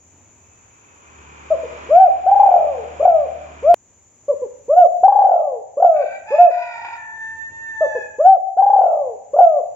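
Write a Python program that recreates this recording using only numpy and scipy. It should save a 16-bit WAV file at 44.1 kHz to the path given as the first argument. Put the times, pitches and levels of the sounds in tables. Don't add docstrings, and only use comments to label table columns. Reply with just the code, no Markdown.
import sys
import numpy as np
from scipy import signal
from scipy.fft import rfft, irfft, next_fast_len
from scipy.io import wavfile
from scipy.ndimage import uniform_filter1d, minimum_filter1d, map_coordinates

SR = 44100
rng = np.random.default_rng(int(sys.argv[2]) if len(sys.argv) > 2 else 0)


def output_pcm(signal):
    pcm = np.clip(np.atleast_2d(signal).T, -1, 1) * 32767
    wavfile.write(sys.argv[1], SR, np.round(pcm).astype(np.int16))


N = 429975
T = np.arange(N) / SR
SPLICE_S, JOIN_S = 3.7435, .0012

# frequency in Hz, time to die by 60 dB in seconds.
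YARD_DECAY = [(500, 1), (2000, 0.72), (7000, 0.06)]
# start in seconds, length in seconds, reference pitch in Hz, relative level in dB,
# first gap of the roll in seconds.
LONG_FALL_NOTES = [(2.257, 0.59, 846.6, -11, .052), (5.027, .59, 851.8, -9, .0475),
                   (8.565, .595, 843.4, -9.5, .05)]
SHORT_FALL_NOTES = [(2.996, .28, 740.4, -5.5, .026), (5.769, .281, 739.5, -6, .024),
                    (9.333, .282, 750.3, -5, .0235)]


def amp(db):
    return 10 ** (np.asarray(db) / 20)


def unit(x):
    return x / np.sqrt(np.mean(x ** 2) + 1e-20)


def along(points, hz):
    f, v = np.transpose(points)
    return np.interp(np.log(hz + 1), np.log(f), v)


def curves(rows, t=T):
    s, *columns = np.transpose(rows)
    return [np.interp(t, s, column) for column in columns]


def wobble(rate):
    coarse = T[::16]
    knots = rng.standard_normal(int(N * rate / SR) + 4)
    return np.interp(T, coarse, map_coordinates(knots, [coarse * rate]))


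def bell(t, width):
    return np.exp(-(t / width) ** 2)


def fade(t, length, edge_s):
    return np.sin(np.pi / 2 * np.clip(np.minimum(t, length - t) / edge_s, 0, 1)) ** 2


def filtered(x, response):
    m = next_fast_len(N + SR // 2)
    hz = np.fft.rfftfreq(m, 1 / SR)
    return irfft(rfft(x, m) * response(hz), m)[..., :N]


def delayed(x, seconds):
    return np.interp(T - seconds, T, x, left=0)


def pair(size, side_db):
    mid, side = rng.standard_normal((2, size)) * amp([[0], [side_db]])
    return np.array([mid + side, mid - side])


def rush(spectrum, side_db):
    return unit(filtered(pair(N, side_db), lambda hz: amp(along(spectrum, hz))))


def reverb(x, decay, side_db):
    hz, t, z = signal.stft(pair(SR, side_db), SR, nperseg=512)
    decaying = z * amp(-60 * t / along(decay, hz)[:, None])
    tail = signal.istft(decaying, SR, nperseg=512)[1]
    tail = tail / np.linalg.norm(tail[0])
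    return signal.fftconvolve(x[None], tail, axes=1)[:, :N]


def background(air_db=-57.5, hiss_db=-54.0):
    # frequency in Hz, relative density in dB.
    air_spectrum = [(20, -32), (50, -19), (93, -6), (150, -17.5), (270, -17.5), (400, -19.5), (900, -24),
                    (1500, -32), (2400, -30), (4500, -46), (8000, -63)]
    # frequency in Hz, relative density in dB.
    hiss_spectrum = [(3000, -38.5), (5500, -27), (6100, -6.5), (6500, -9), (6850, -0.5), (7200, 0.5),
                     (7450, -19.5), (7800, -35), (10000, -43), (15000, -39)]
    swell_s, swell_width_s, swell_db = 7.5, 0.4, 4
    air_level_db = air_db + swell_db * bell(T - swell_s, swell_width_s) + 1.2 * wobble(5.1)
    air = amp(air_level_db) * rush(air_spectrum, side_db=-11.0)
    hiss = amp(hiss_db) * rush(hiss_spectrum, side_db=0.0)
    return air + hiss * amp([[1], [-1]])


def whistle(jitter=0.0051, level_db=3):
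    # time in seconds, mean pitch in Hz, relative level in dB.
    track = [(.15, 2580, -84), (.45, 2593, -72), (.75, 2598, -71.5), (1.05, 2520, -63), (1.3, 2530, -75)]
    pitch, db = curves(track)
    wavering = pitch * (1 + jitter * wobble(200))
    tone = np.sin(2 * np.pi * np.cumsum(wavering) / SR)
    tone = amp(db + level_db) * tone * (T < track[-1][0])
    return reverb(tone, YARD_DECAY, side_db=-1)


def engine(hum_db=0, clatter_db=4, throb=0.09, lag_s=.00036):
    # time in seconds, mean firing rate in Hz, relative hum level in dB, relative clatter level in dB.
    course = [(0, 77.65, -63, -73), (1, 75.3, -67, -55.5), (1.2, 73, -49.5, -50.5), (1.8, 73.2, -47, -41.5),
              (2.3, 77.7, -46.5, -44), (3.74, 74.8, -43.5, -46)]
    # multiple of the firing rate, mean relative level in dB.
    hum_partials = [(1, 0), (2, -11), (2.5, -17), (3, -15), (3.5, -12.5)]
    # frequency in Hz, relative density in dB.
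    clatter_spectrum = [(60, -31.5), (110, -7.5), (200, -14), (370, -2.5), (620, -11.5), (940, -1),
                        (1400, -5.5), (1900, -11), (2250, -9.5), (2400, -1.5), (2600, -12), (3200, -17),
                        (4200, -28), (5600, -28), (8000, -66.5)]
    firing, low_db, high_db = curves(course)
    phase = 2 * np.pi * np.cumsum(firing * (1 + 0.0037 * wobble(12))) / SR
    partials = sum(amp(db + 1.3 * wobble(7)) * np.sin(k * phase) for k, db in hum_partials)
    hum = amp(low_db + hum_db) * unit(partials)
    pulsing = rush(clatter_spectrum, side_db=-4) * (1 + throb * np.sin(phase / 2))
    clatter = amp(high_db + clatter_db) * unit(pulsing)
    left, right = hum + clatter
    return np.array([delayed(left, lag_s), right])


def splice_click(click_db=-18, click_s=0.0018):
    # frequency in Hz, relative level in dB.
    click_spectrum = [(100, -4), (600, 12.5), (1700, 8), (4000, 0), (9000, -9.5), (15000, -13)]
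    tick = bell(T - SPLICE_S, click_s) * pair(N, side_db=-8.5)
    return amp(click_db) * filtered(tick, lambda hz: amp(along(click_spectrum, hz)))


def crow(edge_s=0.078, held_db=3.5, held_rasp=0.44, clearing_s=0.19, tire_db_per_s=10):
    # time in seconds, relative level in dB.
    held_level = [(6.98, -40), (7.184, -38.5), (7.214, -34), (7.444, -38.5), (7.5, -44), (7.566, -37.5),
                  (7.784, -36.5), (7.856, -30.5), (8.05, -40.5)]
    # start in seconds, length in seconds, first mean pitch in Hz,
    # last mean pitch in Hz, rasp from 0 to 1, relative level in dB.
    syllables = [(5.91, 0.31, 758.7, 775, .95, -39.5), (6.243, 0.26, 847.4, 868.6, 0.83, -35),
                 (6.48, .55, 981.7, 916.3, 0.96, -33.5)]
    held_from_s, held_to_s, held_hz, creep_hz_per_s = 6.86, 8.1, 878, 33
    sag_from_s, sag_hz_per_s2 = 7.5, 270
    t, length = T - held_from_s, held_to_s - held_from_s
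    sag_time = np.clip(T, sag_from_s, held_to_s) - sag_from_s
    pitch = held_hz + creep_hz_per_s * t - sag_hz_per_s2 * sag_time ** 2
    rasp = held_rasp * (bell(t, clearing_s) + bell(t - length, clearing_s))
    size = amp(curves(held_level)[0] + held_db) * fade(t, length, edge_s)
    for start, span, first_hz, last_hz, roughness, level_db in syllables:
        tiring_db = level_db - tire_db_per_s * (T - start - span / 2)
        syllable = amp(tiring_db) * fade(T - start, span, edge_s)
        on = syllable > size
        pitch[on] = first_hz + (last_hz - first_hz) * (T[on] - start) / span
        rasp[on], size[on] = roughness, syllable[on]
    return pitch, np.clip(rasp, 0, 1), size


def rooster(level_db=-0.5, jitter=0.033, flutter_db=3, half_db=-4, direct_db=0, yard_db=-6, lag_s=0.0001485):
    # frequency in Hz, relative level in dB.
    throat = [(450, -38), (700, -8), (880, 10.5), (1000, -7), (1150, -24), (1450, 2.5), (1750, -2),
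              (1950, -3), (2150, -6.5), (2550, 7.5), (2750, -18), (3100, -24.5), (3600, -17), (4300, -28),
              (5050, -17), (5600, -31.5)]
    # multiple of the pitch, relative level in dB.
    clear_partials = [(1, -13), (2, -2.5), (3, -31.5), (4, -34.5), (5, -44.5), (6, -47.5), (7, -30.5)]
    pitch, rasp, size = crow()
    loud = size * amp(level_db + flutter_db * rasp * wobble(160))
    pitch = pitch * (1 + jitter * rasp * wobble(300) + 0.00099 * wobble(25))
    phase = 2 * np.pi * np.cumsum(pitch) / SR
    hoarse = 0
    for k in np.arange(2, 13) / 2:
        partial_db = along(throat, k * pitch) + (half_db if k % 1 else 0)
        hoarse = hoarse + amp(partial_db) * np.sin(k * phase)
    clear = sum(amp(db) * np.sin(round(k) * phase) for k, db in clear_partials)
    voice = loud * (rasp ** 2 * hoarse + (1 - rasp ** 2) * unit(clear))
    direct = np.array([voice, delayed(voice, lag_s)])
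    return amp(direct_db) * direct + amp(yard_db) * reverb(voice, YARD_DECAY, side_db=-1.5)


def standing_waves(hz):
    # frequency in Hz, gain at resonance in dB, time to die by 60 dB in seconds.
    modes = [(680, -21, 0.47), (703, -6, 0.98), (710, -2, 0.69), (817, -15.5, 1)]
    response = 0
    for f, db, t60 in modes:
        loss = 1j * hz * np.log(1000) / np.pi / t60
        response = response + amp(db) * loss / (f * f - hz * hz + loss)
    return response


def porch(voice, room_db=-11):
    # delay in seconds, echo re direct sound in dB.
    walls = [(.0062, -26.5), (.0135, -24.5), (.021, -18), (.034, -18.5)]
    # frequency in Hz, time to die by 60 dB in seconds.
    porch_decay = [(200, .4), (500, 0.6), (720, 0.69), (900, 0.96), (1500, 0.087), (6000, 0.28)]
    echoes = sum(amp(db) * delayed(voice, s) for s, db in walls)
    near = voice + echoes + filtered(voice, standing_waves)
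    both = near + amp(room_db) * reverb(voice, porch_decay, side_db=-2)
    return both * amp([[.8], [-.8]])


def note(shape, start, length, top_hz, db, edge_s=0.0032):
    i = np.arange(int(start * SR), min(int((start + length) * SR), N))
    t = T[i] - start
    ratio, shape_db = curves(shape, t / length)
    return i, top_hz * ratio, amp(db + shape_db) * fade(t, length, edge_s)


def notes(dip_s=0.012):
    # share of the note's length, pitch over its reference pitch, relative level in dB.
    hiccup_shape = [(0, .85, -8.5), (.14, 0.99, -2), (.38, 0.98, 2.5), (.66, .87, -5), (1, .76, -11)]
    arch_shape = [(0, .56, -24.5), (.1, .76, -11.5), (.27, .87, -7.5), (.45, 0.97, -2.5), (.58, 1, -1.5),
                  (.72, 0.97, -2), (.85, .89, -7), (.94, .73, -15.5), (1, .54, -31)]
    long_fall_shape = [(0, .77, -8.5), (.04, .91, 3), (.11, 0.95, -0.5), (.28, .965, 0), (.49, .85, 0.5),
                       (.64, .77, -5.5), (.77, .665, -10), (.92, .54, -14), (1, .49, -26)]
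    short_fall_shape = [(0, .66, -16), (.048, .79, -6), (.135, .91, -11), (.23, 0.9961, 0.5),
                        (.43, .9, -5.5), (.65, .84, -7.5), (.87, .76, -12.5), (.94, .7, -15), (1, .55, -28)]
    # start in seconds, length in seconds, reference pitch in Hz, relative level in dB.
    hiccups = [(1.503, .055, 654.2, -14.5), (1.631, 0.036, 520.9, -23.5), (4.281, .063, 585.8, -17),
               (4.416, .05, 513.6, -21), (7.807, .06, 652, -14.5), (7.95, .042, 515.3, -20.5)]
    # the same four columns, then delay of the dip in seconds, change at the dip in dB.
    arches = [(1.889, 0.2114, 772, -2.5, 0.11, -3.5), (3.624, 0.16, 703.3, -5, 0.1, -2.5),
              (4.681, 0.19, 731, -4.5, 0.075, -19.5), (6.304, .207, 719.2, -4.5, .07, -23),
              (8.184, 0.2, 780.6, -3.5, .054, -11)]
    for row in hiccups:
        yield note(hiccup_shape, *row)
    for start, length, top_hz, db, dip_after, dip_db in arches:
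        i, pitch, size = note(arch_shape, start, length, top_hz, db)
        yield i, pitch, size * amp(dip_db * bell(T[i] - start - dip_after, dip_s))
    for shape, rows in (long_fall_shape, LONG_FALL_NOTES), (short_fall_shape, SHORT_FALL_NOTES):
        for *row, first_gap in rows:
            yield note(shape, *row)


def roll(falls, delay_s, first_depth, last_depth, count):
    steady_gap_s, settle_catches = .0205, 3.4
    k = np.arange(count - 1)
    depths = np.clip(np.linspace(first_depth, last_depth, count), 0, 1)
    for start, *_, first_gap in falls:
        gaps = steady_gap_s + (first_gap - steady_gap_s) * np.exp(-k / settle_catches)
        times = start + delay_s + np.append(0, np.cumsum(gaps))
        yield from zip(times, depths)


def coo(catches, catch_s=0.0032, sag=.42, choke=0.81, lead_s=0.0023, choke_s=0.0115,
        burst=0.94, burst_s=0.0076, jitter=.004, catch_jitter=0.061):
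    # multiple of the pitch, relative level in dB.
    overtones = [(1, 0), (2, -27), (3, -48.5), (4, -48.5), (6, -64)]
    # frequency in Hz, gain in dB.
    neck = [(400, -2.5), (850, 7.5), (1100, 4), (1350, -2.5), (1600, -8), (1900, -6.5), (2400, -2.5),
            (3100, 0.5), (5000, -7)]
    pitch, size, rough = np.full(N, 500.), np.zeros(N), np.zeros(N)
    for i, note_pitch, note_size in notes():
        pitch[i], size[i] = note_pitch, note_size
    for s, depth in catches:
        i = int(s * SR) + np.arange(-SR // 40, SR // 40)
        t = T[i] - s
        closing = bell(t + lead_s, choke_s * np.sqrt(depth + 1e-9))
        choked = min(choke * depth, 1) * closing
        pitch[i] *= 1 - sag * depth * bell(t, catch_s)
        size[i] *= 1 - choked + burst * depth * bell(t - burst_s, burst_s / 2)
        rough[i] += choked
    pitch = pitch * (1 + jitter * wobble(120) + catch_jitter * rough * wobble(600))
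    phase = 2 * np.pi * np.cumsum(pitch) / SR
    return size * sum(amp(db + along(neck, k * pitch)) * np.sin(round(k) * phase) for k, db in overtones)


def dove(voice_db=1.5733, tremble=.07):
    long_roll = roll(LONG_FALL_NOTES, delay_s=.003, first_depth=1.08, last_depth=0.41, count=15)
    stutter = roll(SHORT_FALL_NOTES, delay_s=.0275, first_depth=.78, last_depth=.6, count=3)
    return amp(voice_db) * coo([*long_roll, *stutter]) * (1 + tremble * wobble(150))


def scene():
    voice = dove()
    first = np.clip((SPLICE_S - T) / JOIN_S, 0, 1)
    before = porch(voice * (T < SPLICE_S), room_db=-7.5) + engine() + whistle()
    after = porch(voice * (T > SPLICE_S + .5), room_db=-8) + rooster()
    return first * before + (1 - first) * after + splice_click() + background()


def record(dry, ceiling_db=0.21, release_db_per_s=6.5, top_hz=15800):
    level_db = 20 * np.log10(np.abs(dry).max(axis=0) + 1e-9)
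    over_db = np.maximum(level_db - ceiling_db, 0)
    released_db = release_db_per_s * T
    duck_db = np.maximum.accumulate(over_db + released_db) - released_db
    duck_db = uniform_filter1d(-minimum_filter1d(-duck_db, size=62), size=62)
    return filtered(dry * amp(-duck_db), lambda hz: hz < top_hz)


dry = scene()
out = record(dry)
output_pcm(out)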